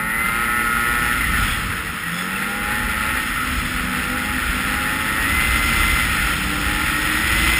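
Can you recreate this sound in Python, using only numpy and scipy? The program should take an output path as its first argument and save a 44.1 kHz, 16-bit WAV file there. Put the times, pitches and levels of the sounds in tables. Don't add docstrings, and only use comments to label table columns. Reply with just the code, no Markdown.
import sys
import numpy as np
from scipy import signal
from scipy.fft import rfft, irfft, next_fast_len
from scipy.io import wavfile
from scipy.ndimage import uniform_filter1d

SR = 44100
rng = np.random.default_rng(int(sys.argv[2]) if len(sys.argv) > 2 else 0)


def materialize(psi):
    bounded = np.clip(np.atleast_2d(psi).T, -1, 1)
    quanta = np.round(bounded * 32767).astype(np.int16)
    wavfile.write(sys.argv[1], SR, quanta)


N = 334719

# opens t/s, shuts t/s, target revs f/Hz, lag t/s
SQUEEZES = [(0.0, 0.665, 122.2, 0.334), (0.715, 1.147, 119.8, 0.112), (2.083, 3.245, 111.7, 0.449),
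            (3.784, 4.379, 114.8, 0.509), (4.574, 5.305, 117.6, 0.554), (5.305, 6.038, 114.45, 0.037),
            (6.423, 7.103, 120.6, 0.611), (7.134, 7.7, 115.3, 0.274)]
# centre f/Hz, width f/Hz, relative level/dB
HOOD_MODES = [(332, 66, -10), (496, 77, -7), (840, 50, -8), (1066, 88, -13), (1300, 36, -1), (1402, 70, 0),
              (1793, 37, -1), (1894, 48, 1), (2056, 52, 2), (2386, 160, -5), (2900, 300, -15)]
# order, relative level/dB
PIPE_ORDERS = [(3, 0), (4, -6), (5, -2), (6, -0.5), (7, 0.5), (8, 4.5), (9, 1.5), (10, 2.5), (11, 2),
               (12, 3), (13, 2.5), (14, 4.5), (15, 0), (16, 1), (17, 0.5), (18, 1.5), (19, -1.5), (24, -5)]
# order, revs f/Hz, width in revs f/Hz, boost level/dB
ON_TUNE = [(8, 103.5, 6, 1.5), (9, 118, 2.2, 4), (11, 118, 3.3, 5), (12, 119.4, 5.8, 4),
           (15, 119.5, 1.5, 5.5), (17, 108.8, 5.4, 6.5), (18, 113.5, 4.5, 7)]
# level/dB at cruising revs, slope dB per Hz of revs, change level/dB on shut throttle
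WHINE_LAYER = (-33.5, .2, -0.86)
FIRING_LAYER = (-37.5, -0.32, -9)
GAS_LAYER = (-25.5, 0.095, 0.11)
# middle t/s, half length t/s, boost level/dB
FLARES = [(1.39, 0.13, 6), (3.39, 0.15, 3.5), (6.2, 0.16, 5)]
# middle t/s, half length t/s, level/dB before engine gain
BURBLE = (1.63, 0.39, -33.5)
# t/s, lug rate f/Hz, relative hum level/dB
TRACK = [(0.0, 168, -41), (0.95, 250, -38), (1.2, 252, -38), (2.05, 220, -43), (3.3, 254, -38),
         (3.9, 249, -34), (4.7, 255, -34), (5.15, 267, -35), (5.9, 305, -45), (6.65, 296, -34),
         (7.25, 310, -34), (7.59, 327, -38)]
# middle t/s, half length t/s, wind level/dB, snow spray level/dB
STRETCHES = [(1.3, 0.21, 9.5, -0.5), (1.466, 0.27, 5.5, 5.5), (2.22, 0.58, -13, 0.5), (2.8, 0.24, 1, -0.5),
             (3.244, 0.13, -5, 1.5), (3.618, 0.22, 5, 2.5), (4.547, 0.13, 4.5, 2.5), (5.674, 0.56, 6, 2.5),
             (6.605, .5, 1.5, -0.5), (7.456, 0.21, 4, 3)]
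# middle t/s, half length t/s, f/Hz, peak level/dB
SQUEALS = [(1.52, 0.076, 3385, -30), (2.072, 0.058, 1890, -24.5), (2.193, 0.095, 3430, -33),
           (2.196, 0.11, 5170, -39), (2.352, 0.056, 2660, -29.5)]
# f/Hz, relative density level/dB
RASP_SPECTRUM = [(400, -14.5), (680, -19.5), (830, -7.5), (960, -13.5), (1170, -7), (1270, 1.5),
                 (1400, 2.5), (1570, -2), (1900, 2), (2300, -5.5), (2750, -5), (3000, -11.5), (5500, -22.5)]
SNOW_SPECTRUM = [(500, -13), (1500, -3), (2600, 4.5), (2950, 0.5), (3200, 2.5), (3580, 0.5), (3800, -10),
                 (4150, -4.5), (4450, -13), (4900, -6), (5230, -3), (5520, -8.5), (5780, -28)]
RUMBLE_SPECTRUM = [(50, -14), (95, -3), (135, 0), (215, -1), (310, -3), (400, -13), (540, -13), (680, -21),
                   (1200, -35)]
WIND_SPECTRUM = [(15, -12), (28, -8), (42, 5.5), (70, 3.5), (100, -7.5), (200, -14.5), (500, -50)]

START_REVS_HZ, COAST_REVS_HZ, CRUISE_REVS_HZ = 106.9, 76.3, 110
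COAST_LAG_S, THROTTLE_SMOOTHING_S = .5, .15
CRUISE_LUGS_HZ = 250
# level/dB at cruising speed, dB per doubling of speed
AIRFLOW, CHASSIS, SPRAY = (-32, 12), (-34, 5.8), (-32, 20.7)
RASP_DB_PER_DOUBLING, TONE_DB_PER_DOUBLING = 5, -1
RASP_SHARE, RUMBLE_SHARE = 0.2, 0.18
SAMPLER_HZ, HOLD_COUNT = 12000, 4
BAND_LIMIT_HZ, CUTOFF_HZ = 5560, 15350
DRIFT_STEP = 40


def from_db(db):
    return 10 ** (np.asarray(db) / 20)


def rms_one(x):
    return x / np.sqrt(np.mean(x ** 2) + 1e-20)


def in_time(rows):
    s, *columns = np.transpose(rows)
    return [np.interp(np.arange(N) / SR, s, column) for column in columns]


def swell(middle_s, half_length_s):
    offset = (np.arange(N) / SR - middle_s) / half_length_s
    return np.cos(np.pi / 2 * np.clip(offset, -1, 1)) ** 2


def drift(rate_hz):
    pole = np.exp(-2 * np.pi * rate_hz * DRIFT_STEP / SR)
    noise = rng.standard_normal(N // DRIFT_STEP + 2002)
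    slow = signal.lfilter([1], [1, -2 * pole, pole * pole], noise)[2000:]
    return np.interp(np.arange(N) / DRIFT_STEP, np.arange(len(slow)), rms_one(slow))


def coloured(x, spectrum):
    size = next_fast_len(N)
    hz, db = np.transpose(spectrum)
    bins_hz = np.maximum(np.arange(size // 2 + 1) * SR / size, 1)
    gain = from_db(np.interp(np.log(bins_hz), np.log(hz), db, left=-80, right=-80))
    return rms_one(irfft(rfft(x, size) * gain, size)[:N])


def drive():
    t = np.arange(N) / SR
    revs, shut = np.full(N, START_REVS_HZ), np.ones(N)
    for opens_s, shuts_s, target_hz, lag_s in SQUEEZES:
        shut[(t >= opens_s) & (t < shuts_s)] = 0
        phases = (opens_s, target_hz, lag_s), (shuts_s, COAST_REVS_HZ, COAST_LAG_S)
        for start_s, goal_hz, phase_lag_s in phases:
            i = min(int(start_s * SR), N - 1)
            revs[i:] = goal_hz + (revs[i] - goal_hz) * np.exp(-t[:N - i] / phase_lag_s)
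    return uniform_filter1d(np.array([revs, shut]), int(THROTTLE_SMOOTHING_S * SR), mode="nearest")


def engine_gain(layer, speed, shut):
    db, per_rev_db, shut_db = layer
    return from_db(db + per_rev_db * (speed - CRUISE_REVS_HZ) + shut_db * shut)


def ride_gain(layer, pace, extra_db):
    db, per_doubling_db = layer
    return from_db(db + per_doubling_db * pace + extra_db)


def hood_gain(hz):
    grid_hz = np.linspace(0, SR / 8, 2048)
    power = 0
    for centre_hz, width_hz, db in HOOD_MODES:
        power = power + from_db(2 * db) / (1 + ((grid_hz - centre_hz) / width_hz) ** 2) ** 2
    return np.interp(hz, grid_hz, np.sqrt(power))


def crank_order(k, angle, shut, pulling_rough=0.093, coasting_rough=0.39, waver_db=0.87, flutter_hz=50):
    rough = pulling_rough + coasting_rough * shut
    tone = np.sin(k * angle + rng.uniform(0, 2 * np.pi) + rough * drift(flutter_hz))
    flutter = 1 + rough * drift(flutter_hz)
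    return rms_one(tone * flutter * from_db(waver_db * drift(4.5)))


def order_strength(k, speed, shut, shut_pipe_db=-11):
    db = np.interp(k, *np.transpose(PIPE_ORDERS)) + shut_pipe_db * shut * (k <= 10)
    for order, revs_hz, width_hz, boost_db in ON_TUNE:
        if order == k:
            db = db + boost_db * np.exp(-((speed - revs_hz) / width_hz) ** 2)
    return hood_gain(k * speed) * from_db(db)


def engine_tone(speed, angle, shut):
    whine = sum(order_strength(k, speed, shut) * crank_order(k, angle, shut) for k in range(3, 27))
    firing = crank_order(2, angle, shut)
    return engine_gain(WHINE_LAYER, speed, shut) * whine + engine_gain(FIRING_LAYER, speed, shut) * firing


def engine_rasp(angle, shut, shake_db=1.54):
    depth = .33 - .2 * shut
    bursts = 1 + depth * (np.cos(angle) + .5 * np.cos(2 * angle))
    return coloured(rng.standard_normal(N) * bursts * from_db(shake_db * drift(8.6)), RASP_SPECTRUM)


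def track_hum(lugs, lug_angle, hum_db, rough=0.33, octave_db=-7, tunnel_hz=460, tunnel_width_hz=28):
    beat = lug_angle + rough * drift(4.6)
    octave = from_db(octave_db) / (1 + ((2 * lugs - tunnel_hz) / tunnel_width_hz) ** 2)
    tone = np.sin(beat) + octave * np.sin(2 * beat)
    return from_db(hum_db + 3.5) * tone * (1 + rough * drift(10.7))


def snow_hiss(angle, lug_angle, grain_db=1.2, shake=0.016, throb=0.067, lugs_per_throb=16):
    waves = 1 + shake * np.cos(angle) + throb * np.sin(lug_angle / lugs_per_throb)
    return coloured(rng.standard_normal(N) * waves * from_db(grain_db * drift(500)), SNOW_SPECTRUM)


def chassis_rumble(pace, gust_db):
    gain = ride_gain(CHASSIS, pace, RUMBLE_SHARE * gust_db)
    return gain * coloured(rng.standard_normal(N), RUMBLE_SPECTRUM)


def wind_noise(pace, gust_db, gustiness_db=1.3):
    gain = ride_gain(AIRFLOW, pace, gust_db + gustiness_db * drift(8.6))
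    return gain * coloured(rng.standard_normal(N), WIND_SPECTRUM)


def squeals(width_share=0.019):
    t, out = np.arange(N) / SR, np.zeros(N)
    for middle_s, half_length_s, hz, db in SQUEALS:
        phase = 2 * np.pi * hz * t
        in_phase, quadrature = drift(width_share * hz), drift(width_share * hz)
        tone = in_phase * np.cos(phase) + quadrature * np.sin(phase)
        out += from_db(db) * swell(middle_s, half_length_s) * tone
    return out


def firing_burble(angle, shut):
    middle_s, half_length_s, db = BURBLE
    return from_db(db) * swell(middle_s, half_length_s) * crank_order(1, angle, shut)


def scene():
    revs, shut = drive()
    speed = revs * (1 + 0.0014 * drift(23.3))
    lugs, hum_db = in_time(TRACK)
    pace = np.log2(lugs / CRUISE_LUGS_HZ)
    angle, lug_angle = 2 * np.pi * np.cumsum([speed, lugs], axis=1) / SR
    gust_db, spray_db = sum(np.outer(db, swell(s, half_s)) for s, half_s, *db in STRETCHES)
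    flare_db = sum(db * swell(s, half_s) for s, half_s, db in FLARES)

    tone_gain = from_db(TONE_DB_PER_DOUBLING * pace + flare_db)
    tone = tone_gain * (engine_tone(speed, angle, shut) + firing_burble(angle, shut))
    rasp_gain = engine_gain(GAS_LAYER, speed, shut)
    rasp_gain = rasp_gain * from_db(RASP_DB_PER_DOUBLING * pace + RASP_SHARE * spray_db)
    engine = tone + rasp_gain * engine_rasp(angle, shut)

    hiss = ride_gain(SPRAY, pace, spray_db) * snow_hiss(angle, lug_angle)
    track = track_hum(lugs, lug_angle, hum_db) + hiss
    ride = chassis_rumble(pace, gust_db) + wind_noise(pace, gust_db)
    return (engine + track + ride + squeals())[None]


def record(dry):
    held_hz = HOLD_COUNT * SAMPLER_HZ
    band = signal.sosfilt(signal.butter(30, BAND_LIMIT_HZ, fs=SR, output="sos"), dry)
    coarse = signal.resample_poly(band, held_hz, SR, axis=1)[:, ::HOLD_COUNT]
    steps = np.repeat(coarse, HOLD_COUNT, axis=1)
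    held = signal.resample_poly(steps, SR, held_hz, axis=1)[:, :N]
    return signal.sosfilt(signal.ellip(10, .2, 90, CUTOFF_HZ, fs=SR, output="sos"), held)


dry = scene()
out = record(dry)
materialize(out)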